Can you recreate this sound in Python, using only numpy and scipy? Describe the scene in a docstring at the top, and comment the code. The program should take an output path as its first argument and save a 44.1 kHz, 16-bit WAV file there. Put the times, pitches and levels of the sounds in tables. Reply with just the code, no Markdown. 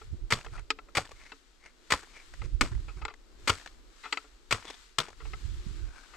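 """A trekking pole breaks thin ice

A pole jabs seven times through a frozen puddle, an arm's length away. Each time the tip bites,
the sheet breaks with a dull thump, the rim snaps and shards trickle. Between jabs the tip taps
and scrapes. Gusts buffet the microphone, and a sleeve rustles softly in the snowy air."""
import sys
import numpy as np
from scipy import signal
from scipy.fft import rfft, irfft
from scipy.io import wavfile
from scipy.ndimage import uniform_filter1d

SR = 44100
rng = np.random.default_rng(int(sys.argv[2]) if len(sys.argv) > 2 else 0)


def master(y):
    """Save y as 16-bit WAV."""
    cut = np.clip(np.atleast_2d(y).T, -1, 1)
    pcm = np.round(cut * 32767)  # scale
    wavfile.write(sys.argv[1], SR, pcm.astype(np.int16))


N = 271656
TIME = np.arange(N) / SR
SIZE = 16384  # samples in one short sound
AGE = np.arange(SIZE) / SR  # seconds since a short sound began


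def undb(db):
    """Turn decibels into a number to multiply by."""
    return 10 ** (np.asarray(db) / 20)


def unit(x):
    """Scale a sound to an average (rms) level of 1."""
    return x / np.sqrt(np.mean(x ** 2) + 1e-30)


def unit_energy(x):
    """Scale a short sound to the energy of 10 ms at full level."""
    return x * np.sqrt(.01 * SR / (np.sum(x ** 2) + 1e-30))


def colour(x, points, tilt_db=0):
    """Shape the tone through (pitch_hz, level_db) points; a tilt above 0 makes it brighter."""
    hz, db = np.transpose(points)
    octave = np.log2(np.maximum(np.arange(SIZE // 2 + 1) * SR / SIZE, 1))
    gain_db = np.interp(octave, np.log2(hz), db) + tilt_db * np.clip(octave - 11, -2, 2)
    # build the filter so that nothing sounds before the hit
    cepstrum = irfft(np.log(undb(gain_db)))
    cepstrum[1:SIZE // 2] *= 2
    cepstrum[SIZE // 2 + 1:] = 0
    return signal.fftconvolve(x, irfft(np.exp(rfft(cepstrum))))[:len(x)]


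def noise(points):
    """Steady noise shaped through (pitch_hz, level_db) points."""
    return unit(colour(rng.standard_normal(N), points))


def ring(x, hz, ring_s):
    """Let a push ring at one pitch, fading by 60 dB in ring_s."""
    pole = np.exp((2j * np.pi * hz - np.log(1000) / ring_s) / SR)
    return signal.lfilter([1], [1, -pole], x + 1e-18).imag


def wander(rate_hz):
    """A smooth random drift, about 1 in size."""
    span = int(SR / rate_hz)
    steps = np.repeat(rng.standard_normal(N // 100)[:N // span + 1], span)
    return unit(uniform_filter1d(uniform_filter1d(steps, span), span)[:N])


def add(track, start_s, sound):
    """Mix a sound into a track."""
    i = max(int(start_s * SR), 0)
    track[i:i + len(sound)] += sound[:max(N - i, 0)]


def clicks(samples, per_s, spread_db):
    """Random clicks: many small, a few large."""
    sizes = undb(spread_db * np.minimum(rng.exponential(size=samples), 4))
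    return (rng.random(samples) < per_s / SR) * sizes * rng.choice([-1, 1], samples)


def swells(rows, rise_s, fall_s, rest_db):
    """A level in dB that rises, holds and falls back to rest for each row."""
    power = undb(rest_db) ** 2
    for start_s, hold_s, db in rows:
        away = np.maximum(start_s - TIME, 0) / rise_s + np.maximum(TIME - start_s - hold_s, 0) / fall_s
        power = power + (undb(db) * np.exp(-away)) ** 2
    return 10 * np.log10(power)


def burst(length_s, snap):
    """A snap and a rush of tiny cracks, evened out so that no pitch stands out."""
    swell = 1 - np.exp(-AGE / (.0005 + .1 * length_s))
    fade = np.exp(-(AGE / length_s / 1.254) ** 0.94)
    push = unit_energy(clicks(SIZE, 7000, 1.9) * swell * fade) + snap * unit_energy(AGE == 0)
    spectrum = rfft(np.roll(push, SIZE // 2))
    outline = np.sqrt(uniform_filter1d(np.abs(spectrum) ** 2, size=160) + 1e-12)
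    even = np.roll(irfft(spectrum / outline), SIZE // 2)
    return unit_energy(even * (AGE < AGE[-1] / 2))


# The tone of the open air: pitch_hz, level_db
AIR_TONE = [(25, 1.5), (50, -1.5), (70, -23.5), (110, -32), (200, -24), (340, -17), (450, -21.5),
            (620, -29), (1200, -31.5), (4000, -55)]
def air():
    """The open air murmurs, faint and low."""
    shared = rng.standard_normal(N)
    sides = [unit(colour(shared + 1.1 * rng.standard_normal(N), AIR_TONE)) for _ in range(2)]
    return np.array(sides) * undb(-55 + 2.5 * wander(4))


# The tone of rubbing cloth: pitch_hz, level_db
CLOTH_TONE = [(300, -16), (700, -2), (1300, 9.5), (2500, 5.5), (4200, 7), (6000, 2), (7800, 2.5),
              (9500, -9.5), (13000, -14), (15000, -36)]
# Arm movements: start_s, hold_s, level_db
ARM_MOVES = [(0, 0.0092, -66.5), (.47, 0.093, -70), (1.15, 0.19, -68.5), (1.9, 0.53, -66.5),
             (2.68, 0.27, -68.5), (3.49, .13, -63), (4.03, 0.15, -63), (4.6, 0.22, -64.5),
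             (5.25, 0.54, -63.5), (6.0, 0.48, -66)]
def sleeve():
    """Fibres slide over each other: a fine hiss that follows the arm, louder on the left."""
    shared = rng.standard_normal(N)
    rub_db = swells(ARM_MOVES, rise_s=.1, fall_s=0.12, rest_db=-74.5) + 0.31 * wander(36)
    left, right = [colour(shared + 1.78 * unit(clicks(N, 4400, 1.8)), CLOTH_TONE) for _ in range(2)]
    return np.array([unit(left) * undb(rub_db + 10.5), unit(right) * undb(rub_db + 4.0)])


# The tone of swirling air: pitch_hz, level_db
SWIRL_TONE = [(15, -10), (38, 16), (70, 4.5), (110, -1), (170, -13.5), (250, -28.5), (350, -45.5),
              (550, -62.5), (1200, -69)]
# Gusts of wind: start_s, hold_s, level_db
GUSTS = [(.11, 0.13, -31.5), (.52, 0.032, -32), (1.13, 0.083, -44), (2.34, 0.22, -36), (2.48, 0.36, -28),
         (2.97, 0.051, -33), (3.42, 0.067, -39), (5.25, 0.092, -31.5), (5.5, 0.31, -29)]
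def wind():
    """Swirls hit the microphone's right side; the sheltered left gets mostly deep rumble."""
    force_db = swells(GUSTS, rise_s=0.066, fall_s=0.071, rest_db=-64.5)
    swirls = noise(SWIRL_TONE) * undb(5.5 * wander(40))
    sheltered = noise([(20, 5), (45, 1), (80, -12.5), (160, -26), (700, -77.5)])
    # weak gusts make only large, slow swirls
    strength = np.clip((force_db + 53) / 20, .02, 1)
    slow = noise([(20, 10.5), (45, -5), (90, -29), (400, -55)])
    right = strength * swirls + np.sqrt(1 - strength ** 2) * slow
    left = sheltered + 0.036 * right
    # the gusts also make the microphone's ports hum softly near 350 Hz
    port = noise([(120, -20.5), (270, 2.0), (360, 10), (450, -8.0), (650, -11.5), (2000, -70.5)])
    hum = port * undb(-64.5 + 0.91 * (force_db + 34.5))
    return np.array([undb(-8.0) * left, undb(-2.5) * right]) * undb(force_db) + hum


# Single strong swirls of air: start_s, level_db, pitch_hz
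PUFFS = [(.128, -22, 60.4), (2.713, -29.5, 100), (5.664, -28, 102.6)]
def puffs():
    """A swirl pops on the microphone's right side and dies in a swing or two."""
    out = np.zeros(N)
    for start_s, db, hz in PUFFS:
        turns = hz * AGE
        swing = np.sin(2 * np.pi * turns) * turns ** 2 * np.exp(-turns / 0.2)
        rumble = colour(rng.standard_normal(SIZE), [(200, 46), (330, -25.0), (600, -92), (1500, -90)])
        flutter = undb(-11) * unit_energy(rumble * np.abs(swing))
        add(out, start_s, undb(db) * unit_energy(unit_energy(swing) + flutter))
    return np.array([undb(-23.5) * out, out])


# The tone of slush: pitch_hz, level_db
SLUSH_TONE = [(300, -12), (750, -0.5), (1350, -1), (1750, -5), (2300, 0.5), (3300, -10.5), (5000, -9.5),
              (8000, -19), (10000, -20), (15000, -73)]
# The tip drags through slush: middle_s, length_s, level_db, pitch_hz
SCRAPES = [(0.365, 0.047, -49, 3100), (0.562, 0.062, -44.5, 1420), (1.236, 0.14, -54.5, 2150),
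           (1.659, 0.085, -56, 2100), (2.172, .10, -51.5, 2250), (2.445, 0.047, -47.5, 530),
           (2.994, 0.042, -53, 1450), (4.7, 0.075, -44.5, 3400), (5.954, 0.35, -57.5, 1540)]
def scrapes():
    """Grains of slush catch on the tip in uneven clusters and ring."""
    out = np.zeros(N)
    for middle_s, length_s, db, hz in SCRAPES:
        pressure = np.exp(-(2 * (AGE - AGE[-1] / 2) / length_s) ** 2)
        catch = undb(3.5 * unit(uniform_filter1d(rng.standard_normal(SIZE), size=500)))
        grains = clicks(SIZE, 1800, 2.8) * catch
        crunch = unit(colour(grains, SLUSH_TONE)) + undb(1) * unit(ring(grains, hz, 22 / hz))
        add(out, middle_s - AGE[-1] / 2, undb(db) * pressure * unit(crunch))
    return out


def plink(hz):
    """One wet piece ticks and rings briefly; a larger piece is lower and duller."""
    push = burst(0.002, snap=0.62)
    tick = colour(push, [(hz / 4, -14), (hz * 0.14, -2), (hz * 0.42, 0), (hz * 3, -9)])
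    piece = unit_energy(ring(push, hz, 20 / hz)) + undb(8.5) * unit_energy(tick)
    return unit_energy(colour(piece, [(3300, -5.5), (7000, -13), (14000, -37.5)]))


# The louder loose shards of ice, placed by hand; the trickle after each break plays further ones at random:
# start_s, level_db, pitch_hz
SHARDS = [(.3685, -66, 2200), (0.4109, -47, 2800), (.447, -47, 1920), (1.116, -45.5, 1170),
          (2.3383, -48, 1930), (3.139, -50.5, 2040), (3.661, -42, 1750), (3.674, -46.5, 4200),
          (4.6526, -44.5, 1000), (4.701, -43, 1050), (5.0841, -45.5, 980)]
def shards():
    """Loose pieces bump into each other."""
    out = np.zeros(N)
    for start_s, db, hz in SHARDS:
        add(out, start_s, undb(db) * plink(hz))
    return out


# The tone of breaking ice: pitch_hz, level_db
ICE_TONE = [(100, -18.5), (250, -9), (480, -6.5), (800, -5.5), (1300, 4.5), (1650, -4.5), (2150, -2),
            (3400, -4), (5000, -7), (6200, -14.5), (7900, -12), (9300, -22.5), (13000, -34), (15500, -54)]
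def crackle(push, tilt_db=0):
    """Give bare clicks the sound of breaking ice."""
    return unit_energy(colour(push, ICE_TONE, tilt_db))


# The notes of the pole and ice sheet: pitch_hz, level_db, ring_s
POLE_NOTES = [(283, -27, .2), (440, -15, .13), (715, -14, .035), (880, -8, .028), (1215, -4, .035),
              (1305, 1, .028), (1390, -5, .04), (2030, -2, .024), (2230, -5, .018), (2620, 3, .016),
              (3250, -2, .016), (3900, -4, .016), (4600, -6, .015), (5150, -8, .015), (7400, -5, .011)]
def pole_ring(push, scatter_db, detune):
    """Pole and sheet ring together, a little differently at each spot the tip hits."""
    out = np.zeros(SIZE)
    for k, (hz, db, ring_s) in enumerate(POLE_NOTES):
        louder, higher = rng.standard_normal(2)
        out += (-1) ** k * undb(db + scatter_db * louder) * ring(push, hz * (1 + detune * higher), ring_s)
    return unit_energy(out)


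# Knocks on ice that holds: start_s, level_db, chatter_s
TAPS = [(0.014, -46, .0033), (0.4633, -42, 0.0011), (0.578, -44, .007), (0.7037, -22, 0.0011),
        (0.7878, -41.5, 0.00018), (0.886, -53, 0.001), (1.3191, -41, 0.0021), (2.418, -41.5, 0.0011),
        (2.881, -43.5, .011), (3.015, -39.5, 0.008), (3.0513, -30.5, 0.00052), (3.081, -37.5, 0.002),
        (3.098, -44.5, 0.0092), (4.035, -39.5, 0.016), (4.05, -37, 0.0099), (4.1251, -24.5, 0.0029),
        (4.1722, -30, 0.0018), (4.241, -52.5, 0.0048), (5.201, -45.5, 0.011), (5.2514, -46.5, 0.0074),
        (5.334, -38.5, 0.0025), (6.133, -45.5, 0.016)]
def taps():
    """The tip knocks and chatters: soft knocks sound hollow, hard or skidding ones bright."""
    out = np.zeros(N)
    for start_s, db, chatter_s in TAPS:
        brightness = 2 ** ((db + 37.5) / 10) * (1 + chatter_s / 0.027)
        edge_hz = 1300 * brightness
        hollow_db = -4 - 2 * np.log2(brightness)
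        tone = [(150, -16), (280, hollow_db + 2), (440, hollow_db), (max(edge_hz * 0.49, 600), 0),
                (edge_hz, -3), (edge_hz * 4, -15), (edge_hz * 8, -32)]
        push = burst(chatter_s, snap=.0022 / (chatter_s + .001))
        grit = crackle(burst(chatter_s + 0.0034, snap=0.054))
        knock = pole_ring(push, scatter_db=2.6, detune=.02) + undb(-5.5) * grit
        add(out, start_s, undb(db) * unit_energy(colour(knock, tone)))
    return out


def add_trickle(out, break_s):
    """Water plops over the tip, then small shards and bubbles settle, the later ones softer."""
    plop_s = break_s + 0.021
    add(out, plop_s, undb(-41) * plink(980 * rng.uniform(0.49, 1.3)))
    for wait, pitch in rng.random((4, 2)):
        shard = plink(1350 * 2 ** (1.5 * (pitch - .5)))
        add(out, plop_s + 0.14 * wait, undb(-43.5 - 13.5 * wait) * shard)
    for wait, softness, pitch in rng.random((7, 3)):
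        hz = 750 * 4.5 ** pitch
        bubble = unit_energy(np.sin(2 * np.pi * hz * AGE * (1 + 9 * AGE)) * np.exp(-AGE * hz / 1.5))
        add(out, break_s + 0.016 + .15 * wait, undb(-49 - 9.1 * wait - 3.9 * softness) * bubble)


def thump(hz):
    """The sheet sags as it breaks and the water under it rocks a few times."""
    push = unit_energy(AGE == 0) + 1.2 * burst(0.015, snap=0)
    sag = ring(push, hz, 6.2 / hz) + 0.23 * ring(push, 0.17 * hz, 0.063)
    return unit_energy(colour(sag, [(hz * 3.7, 0), (hz * 4, -9)]))


def crack(length_s, hz, piece_db, tilt_db):
    """One crack rings the freed piece and the pole, and sheds fine crumbs."""
    push = burst(length_s, snap=0.22)
    # a small piece gives off almost no bass
    piece = unit_energy(colour(ring(push, hz, 15 / hz), [(hz / 3, -12), (hz, 0)]))
    pole = pole_ring(push, scatter_db=4, detune=.035)
    crumbs = crackle(clicks(SIZE, 450, 4) * np.exp(-AGE / .045), tilt_db=4.7)
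    snap = crackle(push, tilt_db) + undb(piece_db) * piece + undb(-14.5) * pole
    return unit_energy(snap) + undb(-22.5) * crumbs


# Jabs that go through the ice: start_s, hold_s, bite_db, break_db, piece_hz,
# rim_wait_s, rim_db, rim_hz, thump_db, thump_hz
JABS = [(0.305, .0175, -26, -18.5, 2010, .011, -26.5, 3340, -25, 129.2),
        (.951, 0.019, -28, -21, 2210, .0095, -23, 744, -30.5, 112),
        (1.9042, 0.017, -25, -17.5, 1983, .0137, -23.5, 1040, -31.5, 75),
        (2.61, .0025, -20.5, -21, 1350, .005, -27, 2230, -27.5, 256),
        (3.4751, 0.02, -20, -19, 1300, .004, -22.5, 2900, -26, 88),
        (4.509, 0.015, -23.5, -19.5, 2470, .02, -47.5, 1190, -30, 104.4),
        (4.9844, 0.00103, -28, -21, 3250, .016, -28.5, 3460, -33, 164)]
def jabs():
    """The steel tip bites, the sheet holds and then breaks, and the rim snaps and crumbles."""
    out = np.zeros(N)
    for (start_s, hold_s, bite_db, break_db, piece_hz,
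         rim_wait_s, rim_db, rim_hz, thump_db, thump_hz) in JABS:
        break_s = start_s + hold_s
        rim_s = break_s + rim_wait_s
        add(out, start_s, undb(bite_db) * crack(0.59 * hold_s, hz=2180, piece_db=-8.5, tilt_db=-0.6))
        add(out, break_s, undb(break_db) * crack(.0032, piece_hz, piece_db=-4.5, tilt_db=-1.0))
        add(out, break_s + 0.0026, undb(thump_db) * thump(thump_hz))
        add(out, rim_s, undb(rim_db) * crack(0.0024, rim_hz, piece_db=-0.5, tilt_db=-2.7))
        crumble = clicks(SIZE, 1500, 3.5) * np.exp(-AGE / 0.029)
        add(out, rim_s, undb(-33.5) * crackle(crumble, tilt_db=-2.7))
        add_trickle(out, break_s)
    return out


# How far each pitch leans left: pitch_hz, left_minus_right_db
PITCH_LEAN = [(200, -0.5), (600, 2.5), (1200, 4.5), (2300, 6.5), (3400, 5), (5000, 3.5), (8000, 1),
              (12000, -9.5)]
# Added lean as the tip works its way left: time_s, left_minus_right_db
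TIP_PATH = [(.3, -3), (1.9, -2), (3.5, -1.1), (4.2, -2), (5.0, 1)]
def place_puddle(x):
    """The sound arrives a little from the left, with faint echoes off the hand and snow banks."""
    lean_db = np.interp(np.arange(N // 2 + 1) * SR / N, *np.transpose(PITCH_LEAN))
    path_db = np.interp(TIME, *np.transpose(TIP_PATH))
    out = []
    for side in (1, -1):
        direct = irfft(rfft(x) * undb(side * lean_db / 2), N) * undb(side * path_db / 2)
        hand = colour(rng.standard_normal(SIZE) * np.exp(-AGE / 0.0022),
                      [(500, -31), (2000, -30.5), (5000, -15.5), (12000, -19.5)])
        banks = colour(rng.standard_normal(SIZE) * np.exp(-AGE / 0.049),
                       [(200, -65.5), (1200, -61.5), (5000, -58.5), (12000, -61)])
        out.append(direct + signal.fftconvolve(x, hand + banks)[:N])
    return np.array(out)


def scene():
    """Air, sleeve and wind at the microphone, ice and pole in front."""
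    return air() + sleeve() + wind() + puffs() + place_puddle(scrapes() + shards() + taps() + jabs())


def record(dry):
    """Round off the loudest peaks, then cut the deepest bass and the highest treble."""
    rounded = 0.64 * np.tanh(dry / 0.75)
    bass_cut = signal.butter(2, 20, "high", fs=SR, output="sos")
    treble_cut = signal.ellip(10, .2, 70, 15300, fs=SR, output="sos")
    return signal.sosfilt(treble_cut, signal.sosfilt(bass_cut, rounded))


dry = scene()
out = record(dry)
master(out)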